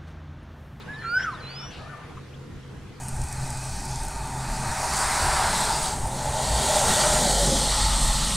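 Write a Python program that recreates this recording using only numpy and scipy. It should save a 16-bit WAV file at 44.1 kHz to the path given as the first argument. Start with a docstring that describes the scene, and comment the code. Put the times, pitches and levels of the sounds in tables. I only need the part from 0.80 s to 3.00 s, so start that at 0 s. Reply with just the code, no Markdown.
"""A koel whistles a short note and a rising, then falling note from a bare tree: a near-pure tone with
faint, raspy overtones. A small bird nearby gives two rising whistles, plain gliding sines. Behind them
are far chirps, a far koel, hoarse caws and one short knock (pulses and noise through resonances) and a
distant horn (a harmonic stack). All echo off trunks and walls, over town rumble and air hiss."""
import sys
import numpy as np
from scipy import signal
from scipy.io import wavfile
from scipy.ndimage import uniform_filter1d

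SR = 44100
rng = np.random.default_rng(int(sys.argv[2]) if len(sys.argv) > 2 else 0)


def generate_wav(sig):
    """Save sig (samples, or channels by samples) to the path in sys.argv[1] as 16-bit PCM at SR."""
    pcm = np.round(np.clip(np.atleast_2d(sig).T, -1, 1) * 32767).astype(np.int16)
    wavfile.write(sys.argv[1], SR, pcm)


N = 97020


def amp(db):
    return 10 ** (np.asarray(db) / 20)


def unit_rms(x):
    return x / np.sqrt(np.mean(x ** 2) + 1e-20)


def flutter(n, size):
    """Random wobble of rms 1, smoothed twice over size samples."""
    return unit_rms(uniform_filter1d(uniform_filter1d(rng.standard_normal(n), size), size))


def at_hz(points, hz):
    """Table lookup on a log frequency axis."""
    f, value = np.transpose(points)
    return np.interp(np.log(hz + 1), np.log(f + 1), value)


def contour(curve):
    """Smoothed pitch and level per sample."""
    times, *columns = np.transpose(curve)
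    t = np.arange(times[0], times[-1], 1 / SR)
    return [uniform_filter1d(np.interp(t, times, c), size=100, mode="nearest") for c in columns]


def resonate(x, hz, width_hz, order=1):
    """Cascade of identical resonances, output rms 1."""
    carrier = np.exp(2j * np.pi * hz * np.arange(len(x)) / SR)
    pole = np.exp(-np.pi * width_hz / SR)
    for _ in range(order):
        x = (carrier * signal.lfilter([1 - pole], [1, -pole], x / carrier)).real
    return unit_rms(x)


def place(mix, start_s, sound, pan_db, fade_s=0.0038):
    """Adds a sound with faded ends; pan_db is left minus right."""
    t = np.arange(sound.shape[-1]) / SR
    fade = np.sin(np.pi / 2 * np.clip(np.minimum(t, t[-1] - t) / fade_s, 0, 1)) ** 2
    panned = sound * fade * amp(np.outer([.5, -.5], pan_db))
    part = mix[:, round(start_s * SR):][:, :len(t)]
    part += panned[:, :part.shape[1]]


# Each row: frequency in Hz, left-right correlation.
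COHERENCE = [(50, 0.99), (150, 0.96), (350, 0.38), (800, 0.88), (2500, 0.53), (10000, 0.25)]


def stereo_noise(spectrum, patch_db):
    """Coloured noise of rms 1 with drifting patches in time and frequency."""
    hz = np.fft.rfftfreq(1024, 1 / SR)
    a, b, c, d, patches = rng.standard_normal((N // 256 + 5, len(hz), 5)).T
    patches = unit_rms(uniform_filter1d(uniform_filter1d(patches, size=8, axis=0), size=12, axis=1))
    coherence = at_hz(COHERENCE, hz)[:, None]
    left = a + 1j * b
    right = coherence * left + np.sqrt(1 - coherence ** 2) * (c + 1j * d)
    bins = np.array([left, right]) * amp(at_hz(spectrum, hz)[:, None] + patch_db * patches)
    return unit_rms(signal.istft(bins, nperseg=1024, noverlap=768)[1][:, :N])


# Noise spectra. Each row: frequency in Hz, relative density in dB.
AIR_SPECTRUM = [(20, -33.5), (60, -3.5), (300, -14.5), (480, -16.5), (580, -31.5), (1300, -28.5),
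                (3000, -33.5), (6000, -40), (10000, -47.5), (12000, -54.5), (15000, -58)]
TRAFFIC_SPECTRUM = [(300, -50), (600, 2.5), (1500, 1), (3000, -10), (8500, -34), (10000, -19), (12000, -65)]
# Each row: time in seconds, level in dB.
TRAFFIC_LEVEL = [(0, -47), (0.2, -48.5), (.6, -45.5), (1.0, -46.5), (1.3, -47.5), (1.42, -57)]
# Each row: centre in Hz, width in Hz, level in dB.
HUMS = [(135.9, 3.04, -46.5), (81.5, 13.5, -52), (491, 2.3, -60.5)]


def town():
    """Rumble and air hiss, a wash of passing traffic that fades, and wavering narrow-band hums."""
    air = amp(-43) * stereo_noise(AIR_SPECTRUM, patch_db=2)
    traffic_db = np.interp(np.arange(N) / SR, *np.transpose(TRAFFIC_LEVEL))
    traffic = amp(traffic_db) * stereo_noise(TRAFFIC_SPECTRUM, patch_db=3)
    hums = sum(amp(db) * resonate(rng.standard_normal(N), hz, width_hz) for hz, width_hz, db in HUMS)
    return air + traffic + hums


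def echoes(x, t60_s=0.68, gap_s=0.0062):
    """Sparse reflections from trunks and walls, partly shared by the two sides."""
    slots = np.arange(0, SR - 40, 40)
    tap_at = slots + rng.integers(0, 40, (2, len(slots)))
    taps = np.zeros((2, SR))
    np.put_along_axis(taps, tap_at, rng.choice([-1., 1.], tap_at.shape), 1)
    t = np.arange(SR) / SR
    envelope = amp(-60 * t / t60_s) * np.clip(t / gap_s - 1, 0, 1)
    tail = (taps + 0.7 * taps[::-1]) * envelope
    return signal.fftconvolve(x.mean(0)[None], tail / np.linalg.norm(tail[0]), axes=1)[:, :N]


# Each row: start and length in seconds, pitch in Hz, level in dB, band centre and half-width in Hz.
TOOTS = [(.635, .28, 427.7, -51, 3220, 400), (.77, .095, 598, -50, 2980, 850),
         (1.02, .25, 593, -49, 1530, 500), (.5, .17, 608, -53, 1820, 300)]


def distant_horn(waver_db=2, pitch_waver=.002):
    """Wavering harmonic stacks of which distance leaves one bright band."""
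    mix = np.zeros((2, N))
    harmonics = np.arange(1, 11)[:, None]
    for start_s, length_s, hz, db, band_hz, half_width_hz in TOOTS:
        n = round(length_s * SR)
        cycles = np.cumsum(hz * (1 + pitch_waver * flutter(SR // 2, size=900)[:n])) / SR
        waver = amp([waver_db * flutter(SR // 2, size=500)[:n] for _ in harmonics])
        band = np.exp(-((harmonics * hz - band_hz) / half_width_hz) ** 4)
        tone = (band * waver * np.sin(2 * np.pi * harmonics * cycles)).sum(0)
        swell = np.sqrt(np.sin(np.pi * np.arange(n) / n))
        place(mix, start_s, amp(db) * swell * tone, pan_db=5.5)
    return mix


# Each row: start and length in seconds, main resonance in Hz, level in dB. The last row is the knock.
CAWS_AND_KNOCK = [(0, 0.042, 3640, -50.5), (0.212, 0.084, 1580, -41), (0.382, 0.095, 1627, -34.5),
                  (0.624, 0.25, 2480, -51.5), (.905, .1, 2800, -48), (.905, .15, 4100, -52.5),
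                  (1.368, 0.028, 1150, -44)]


def caws_and_knock(pulse_hz=266.8, jitter=0.22, roughness=0.66):
    """Hoarse caws and one short knock: jittered pulses and gated noise through three resonances."""
    mix = np.zeros((2, N))
    for start_s, length_s, resonance_hz, db in CAWS_AND_KNOCK:
        n = round(length_s * SR)
        cycles = np.cumsum(pulse_hz * (1 + jitter * flutter(SR // 4, size=200)[:n])) / SR
        gate = np.exp(-4 * (cycles % 1))
        pulses = unit_rms(gate - gate.mean())
        noise = unit_rms((1 + gate) * rng.standard_normal(n))
        drive = (1 - roughness) * pulses + roughness * noise
        width_hz = .46 * resonance_hz
        burst = (resonate(drive, resonance_hz, width_hz, order=3)
                 + amp(-14) * resonate(drive, 1.81 * resonance_hz, 2 * width_hz, order=3)
                 + amp(-28) * resonate(drive, 7130, width_hz, order=3))
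        envelope = np.hanning(n) ** 0.08 * np.sqrt(1 - (np.arange(n) / n) ** 2)
        place(mix, start_s, amp(db) * envelope * burst, pan_db=4)
    return mix


def whistle(hz, db, right_lead_s=0):
    """Gliding stereo sine at an rms level of db."""
    cycles = np.cumsum(hz) / SR + np.outer([-.5, .5], hz * right_lead_s)
    return np.sqrt(2) * amp(db) * np.sin(2 * np.pi * cycles)


# Each row: start and length in seconds, first, middle and last pitch in Hz, base level in dB.
FAR_CHIRPS = [(.135, .03, 3600, 3880, 3500, -52), (.225, .14, 2340, 2380, 2360, -55),
              (.42, .026, 2600, 3150, 3300, -50), (.51, .11, 4450, 3700, 3000, -60.5),
              (.545, .028, 3400, 3760, 3500, -53), (.535, .03, 1350, 1280, 1200, -43),
              (1.527, .029, 2200, 3180, 3500, -56)]
FAR_KOEL = [(.765, .07, 1430, 1350, 1120, -56), (.785, .085, 1520, 1420, 1080, -54),
            (.985, .08, 1310, 1250, 1170, -53), (1.06, .1, 1170, 1490, 1250, -51),
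            (1.1, .055, 1430, 1270, 1130, -51)]


def far_birds(notes, blur_db):
    """Whistles on parabolic pitch arcs, their level blurred by the trees between."""
    mix = np.zeros((2, N))
    for start_s, length_s, first_hz, middle_hz, last_hz, db in notes:
        u = np.arange(0, length_s, 1 / SR) / length_s
        hz = first_hz * (1 - u) * (1 - 2 * u) + 4 * middle_hz * u * (1 - u) + last_hz * u * (2 * u - 1)
        swell_db = 2.3 * np.sin(np.pi * u)
        flicker_db = blur_db * flutter(SR // 5, size=200)[:len(u)]
        place(mix, start_s, whistle(hz, db + swell_db + flicker_db), pan_db=5.5)
    return mix


# One curve per whistle. Each row: time in seconds, pitch in Hz, level in dB.
RISING_WHISTLES = [
    [(.185, 4755, -52), (.198, 4160, -55), (.246, 4154, -52), (.27, 4210, -44.5), (.31, 4656, -42.5),
     (.332, 4670, -44.5), (.37, 5050, -38.5), (.395, 5210, -42.5), (.438, 5680, -43.5), (.458, 6100, -53),
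     (.47, 6700, -70)],
    [(.6, 4880, -49), (.614, 4130, -53), (.66, 4020, -42.5), (.69, 4220, -44.5), (.705, 4540, -43.5),
     (.745, 4690, -45.5), (.77, 5080, -40.5), (.82, 5450, -43.5), (.875, 5770, -47.5), (.93, 6020, -60)],
]


def small_bird(warble=.005):
    """Two rising pure whistles with a slight random warble."""
    mix = np.zeros((2, N))
    for curve in RISING_WHISTLES:
        hz, db = contour(curve)
        hz *= 1 + warble * flutter(len(hz), size=300)
        place(mix, curve[0][0], whistle(hz, db, right_lead_s=40e-6), pan_db=-2.5)
    return mix


# Each row: frequency in Hz, overtone level at middle effort in dB.
KOEL_OVERTONES = [(2800, -60), (4400, -80), (6000, -73), (7200, -73), (8800, -85), (10400, -73),
                  (12000, -82), (14000, -95)]


def koel_voice(hz, db, harmonics=9, middle_effort_db=-35, rasp_db=4, rasp_rad=.18):
    """Near-pure tone; higher overtones follow the effort less and flicker more."""
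    n = len(hz)
    phase = 2 * np.pi * np.cumsum(hz) / SR
    voice = amp(db) * np.sin(phase)
    for k in range(2, harmonics + 1):
        height = k / harmonics
        effort_db = .27 ** height * (db - middle_effort_db)
        flicker_db = rasp_db * height * (flutter(n, size=60) + flutter(n, size=700))
        rough_phase = phase + rasp_rad * flutter(n, size=150)
        voice += amp(at_hz(KOEL_OVERTONES, k * hz) + effort_db + flicker_db) * np.sin(k * rough_phase)
    return np.sqrt(2) * voice


# Koel notes. Each row: time in seconds, pitch in Hz, level in dB.
KOEL_SHORT = [(.075, 1490, -49), (.09, 1630, -38), (.102, 1695, -37), (.145, 1708, -41.5),
              (.235, 1804, -44.5)]
KOEL_LONG = [(.228, 1369, -62), (0.247, 1355, -32), (0.289, 1369, -32.5), (.324, 1417, -28.5),
             (.35, 1472, -21.5), (0.36, 1513, -24.5), (0.376, 1515, -17), (.388, 1536, -24),
             (0.399, 1556, -29.5), (.43, 1536, -45), (.445, 1482, -29), (.46, 1416, -37),
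             (.478, 1317, -27.5), (.494, 1229, -28.5), (.515, 1126, -46), (.535, 1018, -34.5),
             (0.551, 990, -53)]
# Each row: time in seconds, left minus right in dB.
KOEL_PAN = [(.2, -0.5), (.29, -5.5), (.36, -0.5), (.44, 0.5), (.49, -1.5)]


def koel(break_at_s=.43, break_half_width_s=.04, break_db=4):
    """Two notes; the tone wavers between left and right and breaks up at the top of the long one."""
    mix = np.zeros((2, N))
    for curve in (KOEL_SHORT, KOEL_LONG):
        start_s = curve[0][0]
        hz, db = contour(curve)
        t = start_s + np.arange(len(hz)) / SR
        breaking = np.exp(-((t - break_at_s) / break_half_width_s) ** 4)
        db += break_db * breaking * flutter(len(t), size=120)
        pan_db = np.interp(t, *np.transpose(KOEL_PAN))
        place(mix, start_s, koel_voice(hz, db), pan_db)
    return mix


def scene():
    far_calls = far_birds(FAR_CHIRPS, blur_db=2.5) + far_birds(FAR_KOEL, blur_db=3.5)
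    direct = distant_horn() + caws_and_knock() + far_calls + small_bird() + koel()
    return town() + amp(-11.5) * echoes(direct) + direct


def record(dry):
    """Low-pass at 15.1 kHz."""
    lowpass = signal.firwin(511, 15100, window=("kaiser", 9), fs=SR)
    return signal.oaconvolve(dry, lowpass[None], "same")


dry = scene()
out = record(dry)
generate_wav(out)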